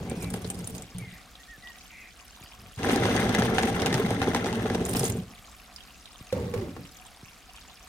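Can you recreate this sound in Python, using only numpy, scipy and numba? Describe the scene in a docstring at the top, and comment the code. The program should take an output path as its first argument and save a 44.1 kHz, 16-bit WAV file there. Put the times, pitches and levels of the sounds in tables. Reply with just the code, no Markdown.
"""Wet gel beads are poured from plastic buckets into a half-filled plastic bin on a table, close to the
microphone: two brief pours with faint squeaks during and after them, then a soft shift and one long pour.
Noise impacts ring the bin floor as drumming, and patter, taps, thuds and slaps lie on top; wet clicks are
bursts in tiny air pockets. At the end the empty bucket knocks and rubs into another one, with damped modes
and trapped air. The heap crackles throughout in a small, quiet room with low rumble and hiss."""
import sys
import numpy as np
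from scipy import signal
from scipy.fft import rfft, irfft
from scipy.io import wavfile
from numba import njit

SR = 44100
rng = np.random.default_rng(int(sys.argv[2]) if len(sys.argv) > 2 else 0)


def log_audio(samples):
    """Write samples as a 16-bit WAV file to the path given in sys.argv[1]."""
    # one column per channel
    frames = np.atleast_2d(samples).T
    # limit to full scale, then quantise
    limited = np.clip(frames, -1, 1)
    pcm = np.round(limited * 32767).astype(np.int16)
    wavfile.write(sys.argv[1], SR, pcm)


N = 347508
T = np.arange(N) / SR
TOP_HZ = 15900  # upper limit of the recorder
SLAP_PAN_DB, WALL_PAN_DB = -0.5, 7.5  # left minus right
CUSHION_POWER = 2.06  # the growing heap softens the patter late in a pour

# modes of the loaded bin floor: mode_hz, width_hz, level_db
BIN_MODES = [(64, 78, -39), (114.7, 18.5, 1.5), (127, 13, 1), (159.3, 11, -7.5), (179.9, 5.3, 2.5),
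             (227.6, 17, 2.5), (279, 20.5, 0), (338, 31, -3.5), (380.6, 37, -1), (453.2, 33.4, 0.5),
             (530, 62, -3), (609, 168, -7), (759, 47, -4), (804, 103, -9)]
# modes of the bare bin walls: mode_hz, width_hz, level_db
WALL_MODES = [(996, 50, -3), (1340, 120, -0.5), (1660, 140, 1), (1820, 180, 2.5), (2070, 86, 2),
              (3020, 160, -10), (3400, 90, -13)]
# modes of the bucket walls: mode_hz, width_hz, level_db
BUCKET_MODES = [(89, 38, 3), (124, 26, 3.5), (174, 22, 1.5), (225, 33, -2.5), (275, 11, -2),
                (363, 310, -9.5), (590, 37, -9), (740, 72, -41), (1060, 140, -27)]
# colour of bead striking bead: frequency_hz, level_db
PATTER_COLOUR = [(500, -21.5), (790, 3), (926, -12.5), (1020, -3), (1210, -12), (1480, -6), (1650, -7.5),
                 (2050, -8), (2400, -11.5), (3420, -11), (4980, -20.5), (6370, -16), (7320, -32),
                 (9070, -21.5), (11000, -40), (14300, -38), (22000, -120)]
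# colour of the wet film between beads: frequency_hz, level_db
FILM_COLOUR = [(3240, -9), (5500, -14.5), (6640, -12), (7660, -7.5), (8870, -2.5), (9920, -5),
               (11400, -18.5), (13800, -6.5), (16000, -29)]
# clumps slapping down: start_s, slap_db, treble_db (sets the colour), thump_db, pitch_hz of the spot struck
SLAPS = [(0.1125, -27.5, -14, -25.5, 740), (0.3397, -22.5, -7, -27, 3740), (0.4451, -25, -9, -30, 4000),
         (2.791, -23.5, -31, -36, 1680), (2.82, -30, -15, -46, 714), (2.831, -19, -6, -38, 2850),
         (2.896, -12.5, -19, -43, 1660), (2.9594, -13.5, 2, -26, 1680), (3.0543, -12, -18, -22, 1710),
         (3.1637, -11.5, -4, -36, 1600), (3.2526, -25, -8, -17, 590), (3.2926, -15.5, -5, -39, 770),
         (3.3483, -10.5, -2, -18, 1710), (3.383, -14, -34, -18, 1670), (3.421, -12.5, -18, -18, 1740),
         (3.5826, -7.5, -22, -26, 760), (3.632, -14.5, -11, -19, 1660), (3.799, -18, -6, -29, 3270),
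         (3.819, -13.5, -6, -19.5, 2950), (3.8601, -11.5, -4, -28, 2880), (3.927, -13.5, -7, -40, 1830),
         (3.942, -10.5, 0, -32, 1830), (3.998, -18, -40, -35, 1050), (4.1054, -19.5, 0, -16.5, 620),
         (4.2165, -11, -24, -22, 780), (4.2274, -24, -15, -35, 1690), (4.274, -19.5, -21, -17.5, 795),
         (4.347, -12, -7, -17.5, 1014), (4.361, -18, -21, -40, 787), (4.444, -18, -12, -30, 810),
         (4.4588, -15, -13, -23, 818), (4.5277, -17, -13, -35, 860), (4.6572, -21.5, -22, -20.5, 746),
         (4.6996, -18, -11, -21, 1650), (4.7473, -17, -9, -16, 623), (4.9490, -17, -15, -23, 840),
         (5.0083, -22, 0, -22.5, 624), (5.032, -17, 2, -26, 776)]


def amp(db):
    """Decibels to gain."""
    return 10 ** (np.asarray(db) / 20)


def unit(x):
    """Scale to rms 1."""
    return x / np.sqrt(np.mean(x ** 2))


def peak_unit(x):
    """Scale to peak 1."""
    return x / np.abs(x).max()


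def pan(left_minus_right_db):
    """Gains of the left and right channel."""
    return amp(np.array([[left_minus_right_db], [-left_minus_right_db]]) / 2)


def add(out, start_s, x, pan_db=0):
    """Mix a sound in at start_s."""
    i = int(start_s * SR)
    x = (x * pan(pan_db))[:, :N - i]
    out[:, i:i + x.shape[1]] += x


def filtered(x, order, hz, kind="low"):
    """Causal Butterworth filter."""
    return signal.sosfilt(signal.butter(order, hz, kind, fs=SR, output="sos"), x)


def spectrum(points, f):
    """Gain at the frequencies f, interpolated between points of (Hz, dB)."""
    hz, db = np.transpose(points)
    return amp(np.interp(np.log(f + 1), np.log(hz), db))


def response(points, size=1024):
    """Causal (minimum-phase) impulse response of unit energy with the given colour."""
    cepstrum = irfft(np.log(spectrum(points, np.fft.rfftfreq(size, 1 / SR))))
    cepstrum[1:size // 2] *= 2
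    cepstrum[size // 2 + 1:] = 0
    h = irfft(np.exp(rfft(cepstrum)))
    return h / np.linalg.norm(h)


def ring(modes, soft_hz=1100, size=SR // 2):
    """Unit-energy ring of a body: damped modes, neighbours swinging in opposite senses."""
    t = T[:size]
    h = np.zeros(size)
    for k, (hz, width_hz, db) in enumerate(modes):
        decay = np.exp(-np.pi * width_hz * t)
        h += (-1) ** k * amp(db) * width_hz * decay * np.cos(2 * np.pi * hz * t)
    h = filtered(h, 2, soft_hz)  # soft contacts
    return h / np.linalg.norm(h)


def favouring(modes, pitch_hz, loss_db_per_oct):
    """Modes that grow weaker the further they lie from the pitch of the spot struck."""
    return [(hz, width_hz, db - loss_db_per_oct * abs(np.log2(hz / pitch_hz))) for hz, width_hz, db in modes]


def through(x, h):
    """Pass both channels through an impulse response."""
    return signal.oaconvolve(x, np.atleast_2d(h), axes=1)[:, :x.shape[1]]


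def diffuse(size, side=((100, -21), (400, -14), (1300, -3), (2400, 0))):
    """White noise at two microphone ports; side sets how far they differ, as (Hz, side minus mid dB)."""
    mid, other = rng.standard_normal((2, size))
    g = spectrum(side, np.fft.rfftfreq(size, 1 / SR))
    ports = rfft(mid) + g * rfft(other) * np.array([[1], [-1]])
    return irfft(ports / np.sqrt(1 + g ** 2), size)


def walk(rate):
    """Slow random wander with a spread near 1, taking rate new values a second."""
    return 1.2 * np.interp(T * rate, np.arange(N // 10), rng.standard_normal(N // 10))


def envelope(start, rise_s, stop, release_db_per_s, sag_db=0, power=1):
    """Gain that rises, sags by sag_db until the stop and then dies away."""
    attack = np.clip((T - start) / rise_s, 0, 1) ** 1.05
    progress = np.clip((T - start) / (stop - start), 0, 1)
    return attack * amp(-sag_db * progress ** power - release_db_per_s * np.maximum(T - stop, 0))


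def burst(decay_s, lag_ms=.12, side_db=-4.0, size=4096):
    """A crack of noise that swells as the soft gel flattens, then dies away; the right port lags."""
    t = T[:size]
    swell = 1 - np.exp(-t / .001)
    noise = diffuse(size, side=((100, -2), (700, -7), (2400, side_db)))
    left, right = noise * swell * np.exp(-t / decay_s)
    return np.array([left, np.roll(right, round(lag_ms * SR / 1000))])


def pocket(hz, cycles, lag_s=0., size=1024):
    """An air pocket: a damped tone that swells and fades in a few cycles; the right port lags by lag_s."""
    turns = hz * np.maximum(T[:size] - np.array([[0], [lag_s]]), 0)
    return turns / cycles * np.exp(1 - turns / cycles) * np.sin(2 * np.pi * turns)


def plops(count, low_hz, high_hz, cycles, spread_db, lag_s=0.00018):
    """Tiny air pockets closing between wet beads, each with its own pitch and place; rms 1."""
    out = np.zeros((2, N))
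    for when, pitch, size, side, place in rng.random((count, 5)):
        hz = low_hz * (high_hz / low_hz) ** pitch
        plop = pocket(hz, cycles, place * lag_s, size=int(10 * cycles * SR / hz))
        add(out, when * T[-1], plop * amp(spread_db * size ** 3), 6 * (side - .5))
    return unit(out)


def landings(rate, spread_db, lag_ms=0.074, scatter_ms=0.15):
    """Random impacts of rms near 1, rate a second; each reaches the right port with its own lag."""
    chance, size, place = rng.random(N), rng.standard_normal(N), rng.standard_normal(N)
    share = np.clip(rate / SR, 1e-5, 1)
    strength = unit(amp(spread_db * np.clip(size, -2, 2))) * rng.choice([-1, 1], N)
    push = (chance < share) * strength / np.sqrt(share)
    late = np.arange(N) + np.round((lag_ms + scatter_ms * place) * SR / 1000).astype(int)
    return np.array([push, np.bincount(np.clip(late, 0, N - 1), push, N)])


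@njit
def resonance(x, hz, width):
    """Band-pass with a moving centre, gain 1 there (state-variable filter)."""
    y, band, low = np.empty(len(x)), 0., 0.
    for i in range(len(x)):
        g, k = np.tan(np.pi * hz[i] / SR), width / hz[i]
        v = (band + g * (x[i] + 1e-18 - low)) / (1 + g * (g + k))
        band, low = 2 * v - band, low + 2 * g * v
        y[i] = k * v
    return y


def room_tone():
    """Steady low rumble and hiss with two soft, wavering resonances, as of ventilation."""
    # colour of the rumble and hiss: frequency_hz, level_db
    tone_colour = [(15, -48), (25, -5.5), (63, 2.5), (92, -11.5), (130, -11), (153, -16.5), (180, -8.5),
                   (285, -12.5), (344, -18), (677, -18), (1020, -30.5), (1130, -17), (1740, -18),
                   (4870, -22), (16000, -33)]
    # how far the two ports differ: frequency_hz, side_minus_mid_db
    tone_side = [(60, -8), (150, -13.5), (1400, -7), (6000, -58), (15000, 1)]
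    hiss = through(diffuse(N, side=tone_side), response(tone_colour, size=8192))
    ducts = 0
    for hz, width_hz, db in [(736., 61., -63.5), (1176., 170., -66.5)]:
        ducts = ducts + amp(db) * unit(resonance(rng.standard_normal(N), np.full(N, hz), width_hz))
    return hiss * amp(-53.5 + .5 * walk(30)) + ducts * amp(3.1 * walk(26))


def bumps():
    """Dull nudges of the table: its short bending waves arrive first, so each one falls in pitch."""
    # soft bumps on the table: start_s, level_db
    nudges = [(1.578, -45), (2.409, -42.5), (2.434, -46), (6.207, -38), (7.229, -39)]
    out, t = np.zeros((2, N)), T[:SR // 10]
    hz = 65 + 520 * np.exp(-t / 0.0038)
    chirp = np.sin(2 * np.pi * np.cumsum(hz) / SR)
    for start_s, db in nudges:
        add(out, start_s, amp(db) * np.exp(-((t - .008) / 0.0074) ** 2) * chirp)
    return out


def squishing():
    """Soft swells of wet rustle: bands of noise, each register coming and going on its own."""
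    # registers of the rustle: centre_hz, level_db before the swells
    registers = [(1300, -74.5), (2400, -76), (4500, -81.5)]
    noise, out = rng.standard_normal((2, N)), 0
    for hz, db in registers:
        band = filtered(noise, 2, [hz / 1.3, hz * 1.3], "band")
        swell_db = 6.5 * np.minimum(walk(22), 2)
        out = out + unit(band) * amp(db + swell_db)
    return out


def settling():
    """The wet heap keeps creeping, in little flurries: soft squishes, low gurgles and finer ticks."""
    low = plops(count=600, low_hz=900, high_hz=2400, cycles=1.8, spread_db=9)
    soft = plops(count=1500, low_hz=2200, high_hz=7000, cycles=1.6, spread_db=8)
    fine = plops(count=900, low_hz=6500, high_hz=15000, cycles=1.8, spread_db=10)
    crackle = amp(-5.5) * low + soft + amp(-5.0) * fine
    return crackle * amp(-59 + 1.8 * walk(9.9)) + squishing()


def squeaks():
    """Short gliding, wavering tones, as of wet plastic rubbed; the rough ones smear into a hiss."""
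    # faint squeaks: start_s, length_s, first_hz, last_hz, level_db, roughness (0-1)
    rubs = [(0.076, 0.065, 2170, 2390, -52, 0.3), (0.123, 0.085, 2420, 2530, -55, 0.3),
            (0.196, .11, 2440, 2250, -47.5, 0.3), (0.983, 0.12, 2320, 1965, -49, 0.15),
            (1.063, 0.17, 2014, 2110, -53, 1), (1.383, 0.051, 1820, 1940, -54.5, 0.15),
            (1.476, 0.097, 1850, 1710, -47, 0), (1.621, 0.11, 1965, 1857, -45.5, 0.05),
            (1.722, 0.08, 1850, 1960, -56, 0.24), (1.885, 0.24, 2310, 2214, -49, 1),
            (2.42, 0.093, 4600, 5200, -59, .9)]
    out, waver = np.zeros((2, N)), 1 + 0.017 * walk(90)
    for start_s, length_s, first_hz, last_hz, db, rough in rubs:
        u = np.linspace(0, 1, int(length_s * SR))
        hz = (first_hz + (last_hz - first_hz) * u) * waver[int(start_s * SR):][:len(u)]
        phase = 2 * np.pi * np.cumsum(hz) / SR
        grit = filtered(rng.standard_normal((2, SR)), 3, 310)[:, -len(u):]
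        hiss = unit(grit[0] * np.cos(phase) + grit[1] * np.sin(phase))
        rough = np.clip(rough, 0, 1)
        tone = (1 - rough) * np.sin(phase) + rough * hiss
        swell = np.abs(np.sin(np.pi * u ** 0.96)) ** 0.72  # a little quicker to rise than to trail off
        add(out, start_s, unit(tone) * swell * amp(db))
    return out


def stacking():
    """The bucket knocks, rubs and rattles into its twin; the gap narrows and the trapped air falls in pitch."""
    # resonance of the trapped air: time_s, pitch_hz
    air_gap = [(6.32, 518), (6.39, 525), (6.44, 490), (6.545, 478), (6.575, 420), (6.62, 356), (6.7, 266),
               (6.8, 228)]
    # the buckets knocking: start_s, wall_db, trapped_air_db, tick_db, rim_db
    bucket_hits = [(6.3252, -26.5, -19, -29, -32), (6.364, -40, -26, -60, -48), (6.411, -31, -43, -60, -54),
                   (6.439, -37, -29, -52, -58), (6.538, -37, -24.5, -32, -31), (6.575, -39, -36, -40, -44),
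                   (6.612, -43, -29, -43, -46), (6.684, -32, -41, -63, -60), (6.764, -41, -46, -43, -32)]
    # jerks of the sliding bucket: start_s, stop_s, rubbing_db, lost_by_the_stop_db
    jerks = [(6.335, 6.53, -28, 9.5), (6.541, 6.692, -31.5, 8.5), (6.762, 6.785, -40.5, 3.5)]
    # modes of the bucket rims: mode_hz, width_hz, level_db
    rim_modes = [(464, 51, 4), (784, 50, -1), (1100, 55, -3), (1290, 71, -12), (1750, 90, -12),
                 (1950, 120, -19), (2250, 100, -16)]
    air_pan_db = -3.5
    out, walls, rims = np.zeros((2, N)), ring(BUCKET_MODES), ring(rim_modes, soft_hz=2500)
    scrape = response([(300, 3), (1000, 3.5), (2000, 8.0), (3000, 1), (4200, 1.5), (7000, -5.0), (15000, -10)])
    air_hz, air_width_hz = np.interp(T, *np.transpose(air_gap)), 24.
    for start_s, wall_db, air_db, tick_db, rim_db in bucket_hits:
        add(out, start_s, peak_unit(walls) * amp(wall_db))
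        add(out, start_s, through(burst(decay_s=0.0053), scrape) * amp(tick_db))
        add(out, start_s, peak_unit(rims) * amp(rim_db))
        puff = pocket(air_hz[int(start_s * SR)], cycles=2.6, size=4096)  # air squeezed out
        add(out, start_s, puff * amp(air_db), air_pan_db)
    slide = 0
    for start, stop, db, sag_db in jerks:
        slide = slide + amp(db) * envelope(start, 0.0059, stop, 126, sag_db)
    rub = landings(1800, spread_db=1.5) * slide
    rattle = amp(-19) * through(landings(170, spread_db=-3.0) * slide, rims)  # the rims catch and slip
    push = amp(22.5) * rub[0]
    air = resonance(push, air_hz, air_width_hz)
    air = air + amp(-17.0) * resonance(push, 1.8 * air_hz, air_width_hz)
    air = filtered(air, 2, 900) * pan(air_pan_db)
    return out + air + amp(0.5) * through(rub, walls) + amp(-19.5) * through(rub, scrape) + rattle


def shifting():
    """A soft rumble of beads rolling against the wall of the full bucket as it is tipped."""
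    swell = amp(-52) * np.exp(-((T - 2.63) / 0.07) ** 2)
    return through(landings(860, spread_db=3.5) * swell, ring(BUCKET_MODES))


def snap(hz, decay_s):
    """A wet film breaks: a brief crackle in a tiny pocket of air."""
    t = T[:512]
    cavity = np.exp(-t * hz / 3.4) * np.sin(2 * np.pi * min(hz, TOP_HZ) * t)
    return through(burst(decay_s, lag_ms=-.2, side_db=-3.0), cavity / np.linalg.norm(cavity))


def clicks():
    """Single beads snap off the rim and off each other, each with a weaker spray of film noise."""
    # single wet beads snapping free: start_s, level_db, pitch_hz
    snaps = [(0.097, -27, 8550), (0.302, -27, 9000), (0.115, -39, 4400), (0.243, -36, 4000),
             (0.337, -27, 10000), (0.361, -41, 3800), (0.448, -32, 4200), (0.501, -19.5, 8440),
             (0.643, -31, 7000), (0.673, -23, 9400), (0.78, -29, 6740), (0.821, -29.5, 7900),
             (0.983, -27.5, 9300), (1.353, -35, 3400), (1.4318, -37, 3470), (1.672, -31.5, 3150),
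             (4.851, -23, 7340), (4.894, -23.5, 9430), (4.994, -15, 9350), (5.04, -17.5, 9100),
             (5.051, -17.5, 6840), (5.0684, -25, 6660), (5.121, -28, 6900), (5.761, -29, 5100),
             (5.8054, -37, 3100), (6.056, -32, 3820), (6.969, -39, 6100), (7.065, -37, 8100)]
    out, film = np.zeros((2, N)), response(FILM_COLOUR)
    for start_s, db, hz in snaps:
        spray = through(burst(decay_s=.004), film) * amp(-11) * hz / 9000
        add(out, start_s, (snap(hz, decay_s=0.0024) + spray) * amp(db), pan_db=-0.5)
    return out


def lumps():
    """A lump of beads lands: the heap gives a short pitched thud and bin modes near that pitch ring on."""
    # heavy lumps thudding into the heap: start_s, level_db, pitch_hz
    heap_thuds = [(0.113, -26, 179.6), (0.17, -31, 176), (0.335, -29, 178), (0.634, -34, 122),
                  (1.014, -31, 120), (2.927, -18, 255), (3.087, -19, 480), (3.128, -15, 248),
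                  (3.252, -18, 225), (3.293, -17.5, 244), (3.387, -14.5, 223), (3.639, -15.5, 230),
                  (3.883, -20, 230), (3.944, -21.5, 127), (3.997, -18, 420), (4.044, -19.5, 218),
                  (4.278, -15, 423), (4.653, -23.5, 430), (4.808, -21.5, 231), (5.006, -21.5, 127),
                  (5.034, -20, 427), (5.085, -22.5, 112), (5.125, -30, 103), (5.152, -29, 407),
                  (5.183, -26, 172), (5.2, -37, 210)]
    out = np.zeros((2, N))
    for start_s, db, hz in heap_thuds:
        body = ring(favouring(BIN_MODES, hz, 18), size=6000)
        add(out, start_s, pocket(hz, cycles=1.21, size=4096) * amp(db))
        add(out, start_s, peak_unit(body) * amp(db - 10.5))
    return out


def wall(hz):
    """Ring of the bin wall, struck at a spot that favours the modes near hz."""
    return ring(favouring(WALL_MODES, hz, 20), soft_hz=3850, size=2048)


def wall_taps():
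    """Beads tap the thin bare wall on the left, a wet tick and a short ping; weaker ones clatter between."""
    # single beads tapping the bare wall: start_s, level_db, pitch_hz
    bead_taps = [(2.8454, -21, 1700), (2.8945, -25, 1640), (2.9312, -23, 1620), (3.033, -19, 1640),
                 (3.0552, -25, 1700), (3.1077, -26, 1710), (3.141, -27, 1640), (3.1765, -16, 1670),
                 (3.2208, -19.5, 1620), (3.2624, -24, 1730), (3.3482, -18, 1730), (3.384, -20.5, 1630),
                 (3.5833, -21, 1600), (3.6284, -29, 1680), (3.6742, -23, 1630), (3.7765, -30, 1660),
                 (3.8324, -24, 2060), (3.8854, -35, 1990), (4.0487, -26, 2060), (4.1597, -31, 1620),
                 (4.2273, -22.5, 1630), (4.3024, -30, 1680), (4.3144, -25, 1890), (4.347, -22.5, 1640),
                 (4.36, -30, 1680), (4.3974, -30, 2120), (4.4658, -24, 1550), (4.4877, -28, 1880),
                 (4.575, -33, 1910), (4.5972, -27.5, 1660), (4.6568, -30, 1690), (4.6997, -33, 1960)]
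    out, film = np.zeros((2, N)), response(PATTER_COLOUR)
    for start_s, db, hz in bead_taps:
        add(out, start_s, peak_unit(wall(hz)) * amp(db - 2.5), WALL_PAN_DB)
        add(out, start_s, through(burst(decay_s=0.0017), film) * amp(db - 4.5), SLAP_PAN_DB)
    # the long pour sprays three spots on the wall until the heap covers it
    spray = amp(-45) * envelope(2.79, 0.07, 4.68, 70, sag_db=8, power=CUSHION_POWER)
    clatter = 0
    for hz in (1300, 1680, 2160):
        hits = landings(38, spread_db=2.5, lag_ms=0.15, scatter_ms=0.1)
        clatter = clatter + through(hits, wall(hz))
    return out + clatter * spray * pan(WALL_PAN_DB)


def slaps():
    """A clump hits a toy or the wall: wet crack, ping of the spot, hard thump on the bin's upper modes."""
    out = np.zeros((2, N))
    body = peak_unit(filtered(ring(BIN_MODES, soft_hz=785), 1, 280, "high"))
    for start_s, db, treble_db, thump_db, hz in SLAPS:
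        colour = [(300, 0.19), (900, 1.7), (1800, 0.63), (4000, 7.5 + treble_db / 2),
                  (9000, treble_db + 0.5), (11500, treble_db - 7.0), (15000, treble_db - 14)]
        crack = through(burst(decay_s=0.0012), response(colour))
        ping = pocket(hz, cycles=2.8, lag_s=0.000043, size=2048)
        add(out, start_s, crack * amp(db), SLAP_PAN_DB)
        add(out, start_s, ping * amp(db - 14.5), SLAP_PAN_DB)
        add(out, start_s, body * amp(thump_db))
    return out


def stream():
    """Gains of drumming, patter and fizz for each tip of a bucket, with lulls and showers of loose beads."""
    # tips of a bucket: start_s, rise_s, empty_s, drumming_db, drumming_lost_db, patter_db, patter_lost_db
    tips = [(-.03, 0.014, 0.8, -33, 7, -56, 6), (.88, 0.17, 0.99, -40.5, -1.5, -66, -4),
            (2.759, 0.12, 5.115, -23.5, 5.5, -38, 13)]
    # the stream falters briefly: time_s, half_length_s, drumming_lost_db (negative: gained), patter_lost_db
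    lulls = [(3.514, 0.036, -3, 4), (3.731, 0.03, 1, 3.5), (4.07, 0.061, 1, 3.5), (4.205, 0.041, 2, 4)]
    # the last beads peel off the wet bucket wall: start_s, end_s, fizz_db
    peeling = [(0.15, 0.79, -59.5), (4.827, 5.1, -48.5)]
    thinning_power, run_out_db_per_s = 1.3, 116  # course of the drumming's loss; last beads coming to rest
    drum = patter = 0
    for start, rise_s, empty, drum_db, drum_sag_db, patter_db, patter_sag_db in tips:
        drum_tip = envelope(start, rise_s, empty, run_out_db_per_s, drum_sag_db, thinning_power)
        patter_tip = envelope(start, rise_s, empty, run_out_db_per_s, patter_sag_db, CUSHION_POWER)
        drum = drum + amp(drum_db) * drum_tip
        patter = patter + amp(patter_db) * patter_tip
    for time_s, half_s, drum_lost_db, patter_lost_db in lulls:
        lull = np.exp(-((T - time_s) / half_s) ** 2)
        drum = drum * amp(-drum_lost_db * lull)
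        patter = patter * amp(-patter_lost_db * lull)
    showers = np.zeros((2, N))  # loose beads patter down after each clump
    for start_s, db, *_ in SLAPS:
        add(showers, start_s, amp(db - 24) * np.exp(-T[:SR // 4] / 0.018))
    patter = np.hypot(patter, showers[0])
    peel = 0
    for start, end, db in peeling:
        peel = peel + amp(db) * envelope(start, 0.043, end, 280)
    return drum, patter, np.hypot(amp(-17) * patter, peel)


def drumming(drum, hardness, flow, bunch):
    """Beads thud on the loaded bin; hard landings bring out its upper modes, and the whole heap heaves."""
    thuds = through(landings(1500 * flow, spread_db=2) * drum * amp(0.41 * bunch), ring(BIN_MODES))
    # the landing spot wanders and favours now one mode, now another
    spot_hz = np.clip(210 * 2 ** (0.627 * walk(22)), 60, 900)
    spot = resonance(thuds.mean(axis=0), spot_hz, 93.)
    thuds = amp(-4) * (thuds + amp(-1) * spot)
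    boom = signal.sosfiltfilt(signal.butter(2, 260, fs=SR, output="sos"), thuds)
    upper = (thuds - boom) * hardness
    heap = ring([(57.4, 42, -5.5), (107.0, 28, 1.0), (180.1, 12.4, 4.0)])
    heave = through(landings(300 * flow, spread_db=2.5), heap) * drum  # the whole heap gives way
    return boom * amp(-1.0) + upper * amp(5.0) + heave * amp(-13.5) / np.maximum(flow, .12)


def pour():
    """The stream: the thicker it is, the more beads land each second; their level flutters in bunches."""
    drum, patter, fizz = stream()
    flow = np.sqrt(drum / amp(-17))  # flow 1 would mean drumming at -17 dB, a thicker stream than any that plays here
    hardness = (patter / (drum + 1e-9)) ** 0.23 * flow ** 0.5
    bunch = walk(110)
    hits = landings(1500 * flow, spread_db=0.5, lag_ms=0.14, scatter_ms=0.11)
    bead_hits = amp(4.0) * through(hits, response(PATTER_COLOUR))
    wall_hits = amp(-11.5) * through(hits, ring(WALL_MODES, soft_hz=3850))
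    pockets = plops(count=5000, low_hz=1200, high_hz=4200, cycles=1.0, spread_db=14)
    beads = (bead_hits + wall_hits + amp(-3.0) * pockets) * patter * amp(1.65 * bunch) * pan(2.2)
    bubbles = plops(count=3000, low_hz=4500, high_hz=15000, cycles=2.4, spread_db=15, lag_s=-.00005)
    film_hits = landings(1500 * flow, spread_db=1.5, lag_ms=-0.22, scatter_ms=0.062)
    crackle = through(film_hits, response(FILM_COLOUR))
    film = (amp(4) * crackle + amp(-2) * bubbles) * fizz * amp(6.2 * np.minimum(bunch, 1.8))
    return drumming(drum, hardness, flow, bunch) + beads + film * pan(-3.2)


def echoes(tail):
    """Unit-energy tail of decaying noise that leaves the bass alone."""
    return filtered(diffuse(len(tail)) * tail / np.linalg.norm(tail), 2, 900, "high")


def room(x, near_db=-8, near_s=0.01, far_db=-14, t60=0.27, count=6):
    """Quick echoes between the bin walls, drifting among a few patterns, then the room's short tail."""
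    place = np.interp(T * 100, np.arange(1000), rng.integers(0, count, 1000))
    near = 0
    for k in range(count):
        share = np.sqrt(np.maximum(1 - np.abs(place - k), 0))
        near = near + through(x * share, echoes(np.exp(-T[:2048] / near_s)))
    far = through(x, echoes(amp(-60 * T[:SR // 2] / t60)))
    return x + amp(near_db) * near + amp(far_db) * far


def scene():
    """Everything on the table, heard in the room."""
    beads = settling() + shifting() + clicks() + lumps() + wall_taps() + slaps() + pour()
    return room_tone() + room(bumps() + squeaks() + stacking() + beads)


def record(dry):
    """The recorder cuts the top with a steep low-pass."""
    return signal.sosfilt(signal.ellip(8, .2, 70, TOP_HZ, fs=SR, output="sos"), dry)


dry = scene()
out = record(dry)
log_audio(out)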